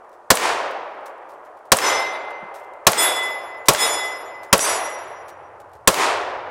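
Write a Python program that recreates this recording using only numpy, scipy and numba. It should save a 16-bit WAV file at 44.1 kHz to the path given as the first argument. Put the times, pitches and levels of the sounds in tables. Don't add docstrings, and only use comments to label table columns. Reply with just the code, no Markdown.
import sys
import numpy as np
from scipy import signal
from scipy.fft import rfft, irfft
from scipy.io import wavfile
from scipy.ndimage import uniform_filter1d
from numba import njit

SR = 44100
rng = np.random.default_rng(int(sys.argv[2]) if len(sys.argv) > 2 else 0)


def waveform_to_disk(signal):
    frames = np.transpose(np.atleast_2d(signal))
    scaled = np.clip(frames, -1, 1) * 32767
    samples = np.round(scaled).astype(np.int16)
    wavfile.write(sys.argv[1], SR, samples)


N = 286782
TIME = np.arange(N) / SR


# (time [s], blast gain [dB], forest echo gain [dB], way the gun points)
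SHOTS = [(.3040, 0.5, -0.36, "left"), (1.7191, -0.5, 0.24, "left"), (2.8683, 0.5, -1.5, "right"),
         (3.6846, 2, -3.15, "right"), (4.5285, 0.5, -3, "right"), (5.8750, 0, 1, "left")]
AIMS = {"left": (.0678, 1), "right": (.0640, 1.035)}
EARLIER_SHOT_S = -1.3
GROUND_BOUNCE_S = .0036


def pistol(likeness=0.43, first_echo_s=0.027, first_echo_db=-2, direct_wave_db=-9, bounced_wave_db=-1):
    out = np.zeros(N)
    common_blast, quick_waves = blast(), lead_in()
    add(out, EARLIER_SHOT_S, forest())
    for s, blast_db, echo_db, aim in SHOTS:
        slap_s, pitch = AIMS[aim]
        add(out, s - len(quick_waves) / SR, quick_waves)
        add(out, s, shock())
        mixed_blast = np.sqrt(likeness) * common_blast + np.sqrt(1 - likeness) * blast()
        add(out, s, from_db(blast_db) * mixed_blast)
        add(out, s, pressure_wave(direct_wave_db, push_s=.0007))
        add(out, s + GROUND_BOUNCE_S, pressure_wave(bounced_wave_db, push_s=0.0028))
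        add(out, s + GROUND_BOUNCE_S, body_ring(pitch))
        add(out, s + first_echo_s, from_db(first_echo_db) * slap_echo())
        add(out, s + slap_s, slap_echo())
        add(out, s, from_db(echo_db) * forest())
    for s, *_ in SHOTS[:-1]:
        add(out, s + .0504, slide())
    return out


def lead_in(hz=1900, level_db=-9):
    t = TIME[:2 ** 6]
    return from_db(level_db) * np.sin(2 * np.pi * hz * t) * np.sqrt(np.hanning(len(t)))


def shock(level_db=15, t60=0.0057):
    crack = noise([(500, -21), (3000, 1), (9000, -1.5), (16000, -7)], size=1024)
    return from_db(level_db) * crack * dying(TIME[:2 ** 10], t60)


# (frequency [Hz], relative density [dB per Hz], decay t60 [s])
BLAST = [(30, -15, 0.023), (92, -9, 0.082), (196, -5, .07), (443, -5.5, 0.09), (1120, 2.5, 0.049),
         (2010, -3, 0.042), (4000, -3, 0.043), (8200, -3, 0.036), (15800, -20, 0.034)]
# (frequency [Hz], relative density [dB per Hz], decay t60 [s])
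BRUSH = [(40, -27, .15), (180, -28.5, 0.19), (510, 2, 0.39), (1000, 3.5, 0.27), (2500, -13, 0.43),
         (6900, -13.5, 0.48), (11190, -9.5, 0.18), (16000, -26, 0.33)]


def blast(level_db=15, brush_db=-11):
    burst = from_db(level_db) * fading_noise(BLAST, dying, size=16384)
    return burst + from_db(brush_db) * fading_noise(BRUSH, dying, size=16384)


def pressure_wave(level_db, push_s):
    u = TIME[:2 ** 11] / push_s
    return from_db(level_db) * (1 - u) * np.exp(-u)


# (frequency before the aim's pitch ratio [Hz], relative level [dB], decay t60 [s])
BODY = [(104, -3, 0.027), (188, -6, 0.049), (536, 3, 0.089), (1069, 3.5, 0.058)]


def body_ring(pitch, level_db=-3):
    t = TIME[:2 ** 13]
    return sum(from_db(db + level_db) * np.sin(2 * np.pi * hz * pitch * t) * dying(t, t60)
               for hz, db, t60 in BODY)


# (frequency [Hz], relative density [dB per Hz])
SLAP_COLOUR = [(80, -35), (300, -12), (700, 0), (2500, 0), (5000, -8), (9000, -10), (15000, -24)]


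def slap_echo(edge_db=-15.0, scatter_db=-9.5):
    t = TIME[:2 ** 11]
    scatter = from_db(scatter_db) * dying(t, .014) * (1 - dying(t, .005))
    edge = from_db(edge_db) * dying(t, 0.0057)
    return noise(SLAP_COLOUR, size=2048) * (scatter + edge)


# (frequency [Hz], relative density [dB per Hz], absorption after the crest [dB per s], crest time [s])
FOREST = [(30, -35.5, -2, 0.095), (70, -21.5, 15, 0.2), (164, -18, 13.5, 0.1), (226, -14.5, 2, 0.11),
          (365, -1, -0.5, 0.14), (614, 3, 0, 0.19), (990, 5, 0.5, 0.15), (1625, -2.5, 5.5, 0.16),
          (2090, -1.5, 11.5, 0.14), (3930, -11, 33, .16), (7060, -14, 69, 0.15), (9800, -19, 94, .155),
          (15000, -30, 139, 0.097)]


def forest(swell=4.6, spread=2.91, level_db=-16, grain_db=0.73, grain_s=.004):
    def envelope(t, db_per_s, crest_s):
        u = t / crest_s
        power = 2 * u ** swell / (1 + u ** (swell + spread))
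        return np.sqrt(power) * from_db(-db_per_s * np.maximum(t - crest_s, 0))
    t = TIME[:2 ** 17]
    trunks = np.interp(t, grain_s * np.arange(2 ** 11), rng.standard_normal(2 ** 11))
    grain = rms_one(from_db(grain_db * trunks))
    return from_db(level_db) * grain * fading_noise(FOREST, envelope, size=len(t))


# (frequency [Hz], relative density [dB per Hz], decay t60 [s])
SLIDE_COLOUR = [(100, -51.5, .02), (500, -2.5, 0.033), (2050, -2.5, 0.074), (5000, -22.5, .03),
                (8040, 13, 0.015), (12000, 1, 0.037), (16000, -9, 0.023)]


def slide(level_db=-12):
    return from_db(level_db) * fading_noise(SLIDE_COLOUR, dying, size=4096)


# (time the ring arrives [s], plate, spot on it, upper modes gain [dB],
# upper modes rise before plate() shortens it [s], shimmer level [dB])
HITS = [(1.800, "left", "first", 3.5, 0.13, -38), (2.966, "right", "first", 0, 0.037, -36),
        (3.765, "right", "second", -1, 0.074, -36), (4.586, "right", "third", 1, .035, -37)]
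SPOTS = ["first", "second", "third"]
LOW_MODES_HZ = {"left": [2066], "right": [2020, 3439]}
# (decay t60 [s], rise [s], first gap between lobes [s],
# gap spacing [s], depth of the gaps [dB], then relative level for each spot struck [dB])
LEFT_LOW_MODES = [(1.6, 0.082, .4, .34, -6, -14.5)]
RIGHT_LOW_MODES = [(1.13, 0.39, 0.17, .305, -16.5, 0.5, -2.5, -12.5),
                   (0.64, 0.22, 0.14, .26, -3, -0.5, -5, -20)]
# (frequency [Hz], decay t60 [s], then relative level for each spot struck [dB])
LEFT_PLATE = [(3381, .7, -26.5), (3530, .85, -30), (3860, .8, -29.5), (4753, 0.8, -38), (5231, 0.48, -14.5),
              (5959, 0.64, -21.5), (7165, .7, -34), (8263, 0.6, -39), (9292, .9, -41), (10885, .6, -38),
              (11558, 0.56, -35), (13600, .6, -50), (14200, .55, -48)]
RIGHT_PLATE = [(3752, 0.79, -27, -25, -42.5), (4646, 0.7, -49, -39.5, -31), (5127, 0.86, -23, -17.5, -31),
               (5785, 1, -41, -31, -26), (6137, 0.68, -41, -46, -29), (7028, 0.79, -22.5, -17.5, -27.5),
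               (8025, .58, -20.5, -26, -23), (8349, 0.49, -21, -26.5, -23.5),
               (9113, 0.56, -20.5, -17, -23.5), (9631, 0.56, -45, -40.5, -36), (10490, 0.91, -38, -25, -28),
               (11137, .8, -20.5, -25.5, -23.5), (11370, 0.86, -40.5, -29.5, -50),
               (13141, .68, -28.5, -39, -41), (13795, .6, -32.5, -40, -45), (14056, .55, -32.5, -38, -40.5),
               (14368, .55, -42, -38, -41)]


def targets():
    out = np.zeros(N)
    plates = {"left": (LEFT_LOW_MODES, LEFT_PLATE), "right": (RIGHT_LOW_MODES, RIGHT_PLATE)}
    for s, side, spot, upper_db, rise_s, shimmer_db in HITS:
        low, upper = plates[side]
        strike = SPOTS.index(spot)
        add(out, s, low_ring(LOW_MODES_HZ[side], low, strike))
        add(out, s, plate(upper, strike, upper_db, rise_s))
        add(out, s, shimmer(shimmer_db))
    return out


def low_ring(pitches, modes, strike, scatter=.16):
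    t, out = TIME[:2 ** 16], 0
    for hz, (t60, rise_s, first_gap_s, every_s, gap_db, *strike_db) in zip(pitches, modes):
        lobes = np.hypot(np.sin(np.pi * (t - first_gap_s) / every_s), from_db(gap_db))
        envelope = (1 - np.exp(-t / rise_s)) * lobes * dying(t, t60)
        out = out + from_db(strike_db[strike]) * envelope * fluttering(hz, t, scatter)
    return out


def plate(modes, strike, level_db=0, rise_s=0.087, swing_depth=0.37, scatter=0.97):
    t, out = TIME[:2 ** 16], 0
    for hz, t60, *strike_db in modes:
        lobes_hz = rng.uniform(1.94, 5.3) * np.sqrt(hz / 2000)
        swing = 1 + swing_depth * np.sin(2 * np.pi * (lobes_hz * t + rng.random()))
        rise = 1 - np.exp(-(t / (rise_s * rng.uniform(0.67, 0.68))) ** 2)
        tone = fluttering(hz, t, scatter, flutter_hz=22.15)
        out = out + from_db(strike_db[strike] + level_db) * rise * swing * tone * dying(t, t60)
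    return out


def shimmer(level_db, t60=0.43, tilt_db=-6, count=22):
    pitches = rng.uniform(6000, 15000, count)
    modes = []
    for hz in pitches:
        mode_db = level_db + tilt_db * np.log2(hz / pitches.mean()) + rng.normal(0, 3.9)
        modes.append((hz, t60, mode_db))
    return plate(modes, strike=0)


def fluttering(hz, t, scatter, flutter_hz=16):
    knots = np.arange(t[0], t[-1] + 1, 1 / (2 * flutter_hz))
    draws = rng.standard_normal((2, 2 ** 10))
    in_step, across = [scatter * np.interp(t, knots, draw[:len(knots)]) for draw in draws]
    return (1 + in_step) * np.sin(2 * np.pi * hz * t) + across * np.cos(2 * np.pi * hz * t)


# (time [s], level before the case trim [dB], decay t60 [s])
CASES = [(1.058, -33.5, .12), (2.5408, -37.5, .27), (3.657, -31.5, .26), (4.4307, -37.5, .14),
         (5.282, -36.5, .12)]
# (time [s], level [dB], decay t60 [s])
LEAVES = [(.129, -58, .12), (.709, -46, .06), (1.289, -55, 0.28), (1.449, -60, .19), (1.569, -61, .13),
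          (1.653, -58, 0.093), (2.304, -50, 0.068), (2.735, -54.5, .054), (5.599, -54, .1),
          (5.733, -54.5, .16)]


def ground(case_trim_db=-7):
    out = np.zeros(N)
    for s, db, t60 in CASES:
        add(out, s, from_db(db + case_trim_db) * crackle(t60))
    for s, db, t60 in LEAVES:
        add(out, s, from_db(db) * crackle(t60))
    add(out, 2.424, thud())
    return out


def thud(hz=205, level_db=-29):
    t = TIME[:2 ** 13]
    band = noise([(hz / 2, -25), (hz, 0), (hz * 2, -25), (hz * 10, -70)], size=len(t))
    return from_db(level_db) * band * dying(t, .08) * (1 - dying(t, .03))


# (frequency [Hz], relative density [dB per Hz])
LEAF_COLOUR = [(800, -16), (2000, 2.5), (4000, -1), (8000, -2), (13000, -5.5), (16000, -12.5)]


def crackle(t60, grain_db=4):
    t = TIME[:2 ** 13]
    snaps = rms_one(from_db(grain_db * np.repeat(rng.standard_normal(2 ** 7), 2 ** 6)))
    return snaps * noise(LEAF_COLOUR, size=len(t)) * dying(t, t60)


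def leaf_ticks(level_db=-65, spread_db=5, t60=.025, count=90):
    out, t = np.zeros(N), TIME[:2 ** 11]
    for s in rng.uniform(0, N / SR, count):
        tick = noise(LEAF_COLOUR, size=len(t)) * dying(t, t60)
        add(out, s, from_db(level_db + rng.normal(0, spread_db)) * tick)
    return out


# (frequency [Hz], relative density [dB per Hz])
RUMBLE_COLOUR = [(20, -13), (50, -14.5), (80, 1), (130, -1.5), (250, -21.5), (600, -38.5), (3000, -75)]
# (frequency [Hz], relative density [dB per Hz])
AIR = [(100, -9.5), (700, -3.5), (2000, -17), (5000, -21.5), (10000, -24.5), (15000, -39)]


def background(air_db=-63, rumble_start_db=-81, rumble_growth_db_per_s=4):
    rumble_db = rumble_start_db + rumble_growth_db_per_s * TIME
    rumble = from_db(rumble_db) * noise(RUMBLE_COLOUR, size=N)
    return rumble + from_db(air_db) * noise(AIR, size=N)


def from_db(db):
    return 10 ** (np.asarray(db) / 20)


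def rms_one(x):
    return x / np.sqrt(np.mean(x ** 2) + 1e-20)


def at_hz(table, hz, axis=1):
    table = np.array(table, float)
    return np.interp(np.log(np.maximum(hz, 1)), np.log(table[:, 0]), table[:, axis])


def dying(t, t60):
    return np.exp(-np.log(1000) * t / max(t60, 1e-3))


def add(out, s, sound):
    i = round(s * SR)
    part = sound[max(-i, 0):len(out) - i]
    out[max(i, 0):max(i, 0) + len(part)] += part


def noise(colour, size):
    hz = np.fft.rfftfreq(size, 1 / SR)
    spectrum = rfft(rng.standard_normal(size))
    return rms_one(irfft(spectrum * from_db(at_hz(colour, hz)), size))


def fading_noise(table, envelope, size):
    spectrum, t = rfft(noise(table, size)), np.arange(size) / SR
    log_hz = np.log(np.fft.rfftfreq(size, 1 / SR) + 1)
    centres = np.log([row[0] for row in table])
    out = np.zeros(size)
    for row, one_band in zip(table, np.eye(len(table))):
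        share = np.interp(log_hz, centres, one_band)
        out += irfft(spectrum * share, size) * envelope(t, *row[2:])
    return out


def scene():
    return (pistol() + targets() + ground() + leaf_ticks() + background())[None]


@njit
def ducking(over_db, attack_step, release_step):
    out, cut = np.zeros(len(over_db)), 0.
    for i in range(len(over_db)):
        cut = max(0., cut + min(attack_step, max(over_db[i] - cut, -release_step)))
        out[i] = cut
    return out


def record(dry, limit_db=-8, attack_db_per_s=380, release_db_per_s=90, ceiling=0.83, cutoff_hz=15900):
    clipped = ceiling * dry[0] / (1 + np.abs(dry[0]) ** 12) ** (1 / 12)
    mean_square = uniform_filter1d(clipped ** 2, size=128)
    level_db = 10 * np.log10(2 * mean_square.clip(1e-12))
    cut_db = ducking(level_db - limit_db, attack_db_per_s / SR, release_db_per_s / SR)
    low_pass = signal.ellip(10, .1, 70, cutoff_hz, fs=SR, output="sos")
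    out = signal.sosfilt(low_pass, clipped * from_db(-cut_db))
    return np.clip(out, -1, 1)[None]


dry = scene()
out = record(dry)
waveform_to_disk(out)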